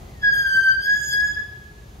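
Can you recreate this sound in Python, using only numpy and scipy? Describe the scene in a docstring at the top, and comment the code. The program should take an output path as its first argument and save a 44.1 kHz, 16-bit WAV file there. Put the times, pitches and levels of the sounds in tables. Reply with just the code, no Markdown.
"""Hand truck brake squeal.

A loaded hand truck is eased down a concrete ramp in a hard-walled passage, a few metres ahead.
Its brake sticks and slips: one piercing tone with overtones that sags, recovers and lets go.
The passage holds each pitch, so old and new beat together. The wheels rumble and the load
knocks softly over a faint building hum and hiss."""
import sys
import numpy as np
from scipy import signal
from scipy.fft import rfft, irfft
from scipy.io import wavfile

SR = 44100
rng = np.random.default_rng(int(sys.argv[2]) if len(sys.argv) > 2 else 0)


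def store_pcm(level_fs):
    """Save levels as 16-bit WAV."""
    pcm = np.round(np.clip(level_fs, -1, 1) * 32767).astype(np.int16)
    wavfile.write(sys.argv[1], SR, np.atleast_2d(pcm).T)


N = 88200

# Wheel rumble spectrum. Each row: frequency in Hz, relative density in dB.
RUMBLE_SPECTRUM = [(20, -37), (30, -26), (42, 0.5), (70, 2.5), (100, -4.5), (130, -3.5), (180, -10),
                   (240, -16), (380, -13), (520, -20), (720, -18), (1200, -25), (2000, -48.5)]
# Rolling loudness. Each row: time in seconds, gain in dB.
ROLLING_GAIN = [(0, 3), (0.25, 0.5), (0.8, -1.5), (1.25, 0), (1.6, -2.5), (2.0, -1.5)]
# Machine hum. Each row: frequency in Hz, level in dB.
HUM_TONES = [(59.5, -59), (122, -58), (209.9, -61.5), (372, -69), (418, -66.5)]
# Air hiss spectrum. Each row: frequency in Hz, relative density in dB.
HISS_SPECTRUM = [(600, -16.5), (1200, 1.5), (2000, -1), (4000, -3), (5600, -7.5), (6500, -4), (9000, -6.5),
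                 (12000, -13.5), (15000, -19.5)]
# Whistle at first brake contact. Each row: time in seconds, pitch in Hz, level in dB.
TOUCH_TRACK = [(0.02, 1965, -65), (0.08, 2013, -59.5), (0.125, 2110, -60), (0.155, 1887, -56),
               (0.21, 1830, -52)]
# Load knocks. Each row: start in seconds, level in dB, added tilt in dB per octave.
LOAD_KNOCKS = [(0.171, -39, -5.5), (0.538, -39.5, 3.5), (1.22, -41.5, -4), (1.339, -38, -15)]
# Knock spectrum before tilt. Each row: frequency in Hz, relative density in dB.
KNOCK_SPECTRUM = [(25, -28), (45, -16.5), (80, 6.5), (160, 1), (260, -11), (450, -14), (800, -37),
                  (3000, -50)]
# Squeal pitch. Each row: time in seconds, pitch in Hz.
SQUEAL_PITCH = [(0.21, 1689), (0.245, 1665), (0.31, 1633), (0.40, 1629), (0.49, 1579), (0.575, 1561),
                (0.625, 1570), (0.69, 1554), (0.775, 1582), (0.80, 1623), (0.88, 1652), (0.99, 1680),
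                (1.085, 1675), (1.132, 1658), (1.225, 1669), (1.285, 1685), (1.40, 1704)]
# Strength of the brake's fundamental. Each row: time in seconds, level in dB.
FUNDAMENTAL_LEVEL = [(0.222, -44.5), (0.236, -19), (0.252, -15), (0.292, -17), (0.308, -22.5), (0.335, -18),
                     (0.43, -26.5), (0.46, -19.5), (0.51, -21), (0.595, -12.5), (0.622, -24), (0.69, -13.5),
                     (0.75, -19), (0.825, -34.5), (0.88, -19.5), (0.968, -16.5), (1.002, -49),
                     (1.085, -26.5), (1.14, -22), (1.232, -15.5), (1.27, -27.5), (1.335, -36), (1.385, -25)]
# Base level of the overtones. Each row: time in seconds, level in dB.
OVERTONE_LEVEL = [(0.222, -48.5), (0.25, -36.5), (0.31, -49.5), (0.34, -35.5), (0.41, -38.5), (0.45, -46.5),
                  (0.57, -40.5), (0.64, -44.5), (0.71, -39), (0.785, -59.5), (0.825, -40), (0.94, -44),
                  (1.05, -42.5), (1.12, -37), (1.165, -50.5), (1.28, -47), (1.39, -62.5)]
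# Harmonics 2 to 10. Each entry: offset from the base level in dB.
HARMONIC_OFFSETS_DB = [-1, -1, -9, -13, -17, -14.5, -19, -27.5, -30]
# Slip sharpness. Each row: time in seconds, gain of harmonic 4 in dB, gain of those above in dB.
SLIP_EDGE = [(0.23, -16.5, -17.5), (0.315, -9, -9), (0.335, -6, 0.5), (0.42, -8.5, -4.5), (0.55, 5.5, 1),
             (0.71, -7, -6.5), (0.82, -4.5, -1.5), (0.94, -2, -6.5), (1.015, 7, 4), (1.07, 14, 7),
             (1.125, -7, -1), (1.3, 1, -7)]
# Brake grabs. Each row: centre in seconds, half-width in seconds, overtone gain in dB,
# added rasp as a share of the pitch.
BRAKE_GRABS = [(0.335, 0.0024, -6.5, 0.0066), (0.592, 0.016, -4, 0.0026), (1.08, 0.0068, -1.5, 0.0036),
               (1.134, 0.0096, 9.5, 0.0044)]
# Scrape spectrum. Each row: frequency in Hz, relative density in dB.
SCRAPE_SPECTRUM = [(1200, -2.5), (1600, -15.5), (2200, 1), (3300, 9), (5000, -27), (6800, 4), (9000, -17),
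                   (12000, 2.5), (15500, -14.5)]
# Passage decay. Each row: band centre in Hz, time to fall 60 dB in seconds.
PASSAGE_T60 = [(200, 1.3), (1600, .92), (3300, 0.86), (5000, 0.76), (8000, 0.71), (15000, 0.25)]
# Microphone pair width. Each row: frequency in Hz, side minus mid gain in dB.
MIC_WIDTH = [(30, -39.5), (70, -27), (150, -11.5), (300, -5.5), (600, -2.5), (1100, 2), (1700, 1.5),
             (2300, -2), (3200, -3), (4600, -5.5), (5800, -3), (6600, -3.5), (7600, 9), (9000, 12.5),
             (11000, 0), (12500, -17.5), (14200, -20.5), (15500, -17)]
# Microphone pair balance. Each row: frequency in Hz, left minus right gain in dB.
MIC_BALANCE = [(200, 1), (340, -3.5), (520, 4.5), (1100, 1), (1600, -1), (2400, -1.5), (3200, 0), (4300, 1),
               (5100, 2.5), (6400, -1.5), (10000, 0)]

RUMBLE_DB, HISS_DB, SCRAPE_DB = -42.5, -54.5, -54.5
ATTACK_S, RELEASE_S, KNOCK_RISE_S = 0.0072, 0.023, 0.013
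JITTER_SHARE, JITTER_HZ, RASP_SHARE, RASP_HZ = 0.0019, 150, 0.001, 310
FLUTTER_DB, FLUTTER_HZ = 5, 65
TAIL_LOW_DB, TAIL_HIGH_DB, EARLY_DB, EARLY_DECAY_S, WALL_LAG_S = -6.5, -4, -10, 0.097, 0.007
DIRECT_DB, PAN_DB, RIGHT_LAG_S = 0.5, 1.5, 0.00013
LOWPASS_HZ = 15700
TIME_S, BINS_HZ = np.arange(N) / SR, np.fft.rfftfreq(N, 1 / SR)


def undb(db):
    """Decibels to gain."""
    return 10 ** (np.asarray(db) / 20)


def curve(rows, column=1):
    """Table column, linearly interpolated over time."""
    rows = np.array(rows)
    return np.interp(TIME_S, rows[:, 0], rows[:, column])


def over_bins(rows):
    """Table interpolated onto the FFT bins in log frequency."""
    rows = np.array(rows)
    return np.interp(np.log(np.maximum(BINS_HZ, 1)), np.log(rows[:, 0]), rows[:, 1])


def walk(rate_hz):
    """Smooth random drift, unit spread, about rate_hz changes a second."""
    drift = irfft(rfft(rng.standard_normal(N)) / (1 + (2 * BINS_HZ / rate_hz) ** 2), N)
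    return drift / drift.std()


def wash(spectrum):
    """Diffuse coloured stereo noise, unit RMS."""
    noise = irfft(rfft(rng.standard_normal((2, N))) * undb(over_bins(spectrum)), N)
    return noise / noise.std()


def wheels():
    """Tyres rumble unevenly on concrete."""
    return wash(RUMBLE_SPECTRUM) * undb(RUMBLE_DB + curve(ROLLING_GAIN) + 0.87 * walk(33))


def building():
    """Wavering machine hum under air hiss; the hiss mildly follows the rolling loudness."""
    hum = 0
    for hz, db in HUM_TONES:
        gain = undb(db + 0.88 * walk(5))
        phase = 2 * np.pi * np.cumsum(hz + 1.5 * walk(5.5)) / SR
        hum += gain * np.sin(phase)
    hiss = wash(HISS_SPECTRUM) * undb(HISS_DB + 0.5 * curve(ROLLING_GAIN))
    return np.sqrt(2) * hum + hiss


def brake_touch():
    """First contact: a faint unsteady whistle that gives way to the squeal."""
    hz = curve(TOUCH_TRACK) * (1 + 0.008 * walk(JITTER_HZ))
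    phase = 2 * np.pi * np.cumsum(hz) / SR
    release = np.exp(-np.maximum(TIME_S - TOUCH_TRACK[-1][0], 0) / RELEASE_S)
    return undb(curve(TOUCH_TRACK, column=2)) * np.sin(phase) * release


def load_knocks():
    """The load knocks softly: short bursts of low noise."""
    out = 0
    for start_s, db, tilt in LOAD_KNOCKS:
        age = np.maximum(TIME_S - start_s, 0) / KNOCK_RISE_S
        spectrum = [(hz, level + tilt * np.log2(hz / KNOCK_SPECTRUM[0][0]))
                    for hz, level in KNOCK_SPECTRUM]
        out += wash(spectrum) * undb(db) * age * np.exp(1 - age)
    return out


def brake_gate():
    """Envelope: the brake catches and lets go quickly."""
    before_s = np.maximum(FUNDAMENTAL_LEVEL[0][0] - TIME_S, 0)
    after_s = np.maximum(TIME_S - FUNDAMENTAL_LEVEL[-1][0], 0)
    return np.exp(-before_s / ATTACK_S - after_s / RELEASE_S)


def brake_squeal(overtone_db, grab_rasp):
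    """Stick-slip tone with uneven cycles; upper harmonics grow as the slip sharpens."""
    jitter = JITTER_SHARE * walk(JITTER_HZ)
    rasp = (RASP_SHARE + grab_rasp) * walk(RASP_HZ)
    hz = curve(SQUEAL_PITCH) * (1 + jitter + rasp)
    phase = 2 * np.pi * np.cumsum(hz) / SR
    tone = undb(curve(FUNDAMENTAL_LEVEL)) * np.sin(phase)
    for k, offset_db in enumerate(HARMONIC_OFFSETS_DB, 2):
        edge_db = 0 if k < 4 else curve(SLIP_EDGE, column=1 if k == 4 else 2)
        flutter_db = FLUTTER_DB * walk(FLUTTER_HZ)
        tone += undb(overtone_db + offset_db + edge_db + flutter_db) * np.sin(k * phase)
    return np.sqrt(2) * tone * brake_gate()


def brake_scrape(overtone_db):
    """Dry friction noise that follows the overtone level."""
    level_db = SCRAPE_DB + 0.7 * (overtone_db - overtone_db.max())
    return wash(SCRAPE_SPECTRUM) * undb(level_db) * brake_gate()


def brake_grabs():
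    """Brief grabs turn the tone hoarse. Returns overtone gain in dB and added rasp."""
    gain_db, rasp = 0, 0
    for centre_s, half_width_s, db, share in BRAKE_GRABS:
        bump = np.exp(-((TIME_S - centre_s) / half_width_s) ** 2)
        gain_db += db * bump
        rasp += share * bump
    return gain_db, rasp


def passage(source):
    """Direct sound, early wall reflections and a long tail that dies sooner in the treble."""
    noise = rfft(rng.standard_normal((2, N)))
    age_s = np.maximum(TIME_S - WALL_LAG_S, 0)
    early = np.exp(-age_s / EARLY_DECAY_S) * (age_s > 0)
    early *= undb(EARLY_DB) / np.linalg.norm(early)
    response = 0
    for band, (centre_hz, t60_s) in enumerate(PASSAGE_T60):
        band_gain = over_bins([(hz, hz == centre_hz) for hz, _ in PASSAGE_T60])
        tail = np.exp(-np.log(1000) * age_s / t60_s) * (age_s > 0)
        tail *= undb(TAIL_HIGH_DB if band >= 2 else TAIL_LOW_DB) / np.linalg.norm(tail)
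        response += irfft(noise * band_gain, N) * np.hypot(tail, early)
    delayed = irfft(rfft(source) * np.exp(-2j * np.pi * BINS_HZ * RIGHT_LAG_S), N)
    direct = np.array([undb(PAN_DB / 2) * source, undb(-PAN_DB / 2) * delayed])
    reflected = signal.fftconvolve(source[None], response, axes=1)[:, :N]
    return undb(DIRECT_DB) * direct + reflected


def scene():
    """Brake tones ring in the passage, over dry scrape, wheels, load and building."""
    grab_db, grab_rasp = brake_grabs()
    overtone_db = curve(OVERTONE_LEVEL) + grab_db
    scrape = brake_scrape(overtone_db)
    tones = brake_squeal(overtone_db, grab_rasp) + brake_touch()
    return passage(tones) + scrape + wheels() + load_knocks() + building()


def record(dry):
    """Microphone pair with frequency-dependent width and balance, then a steep low-pass."""
    left, right = rfft(dry)
    width, balance_db = undb(over_bins(MIC_WIDTH)), over_bins(MIC_BALANCE)
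    mid, side = np.array([left + right, (left - right) * width]) / np.sqrt(2 + 2 * width ** 2)
    channel_gains = undb([balance_db / 2, -balance_db / 2])
    stereo = irfft(np.array([mid + side, mid - side]) * channel_gains, N)
    lowpass = signal.ellip(10, 0.2, 80, LOWPASS_HZ, fs=SR, output="sos")
    return signal.sosfilt(lowpass, stereo)


dry = scene()
out = record(dry)
store_pcm(out)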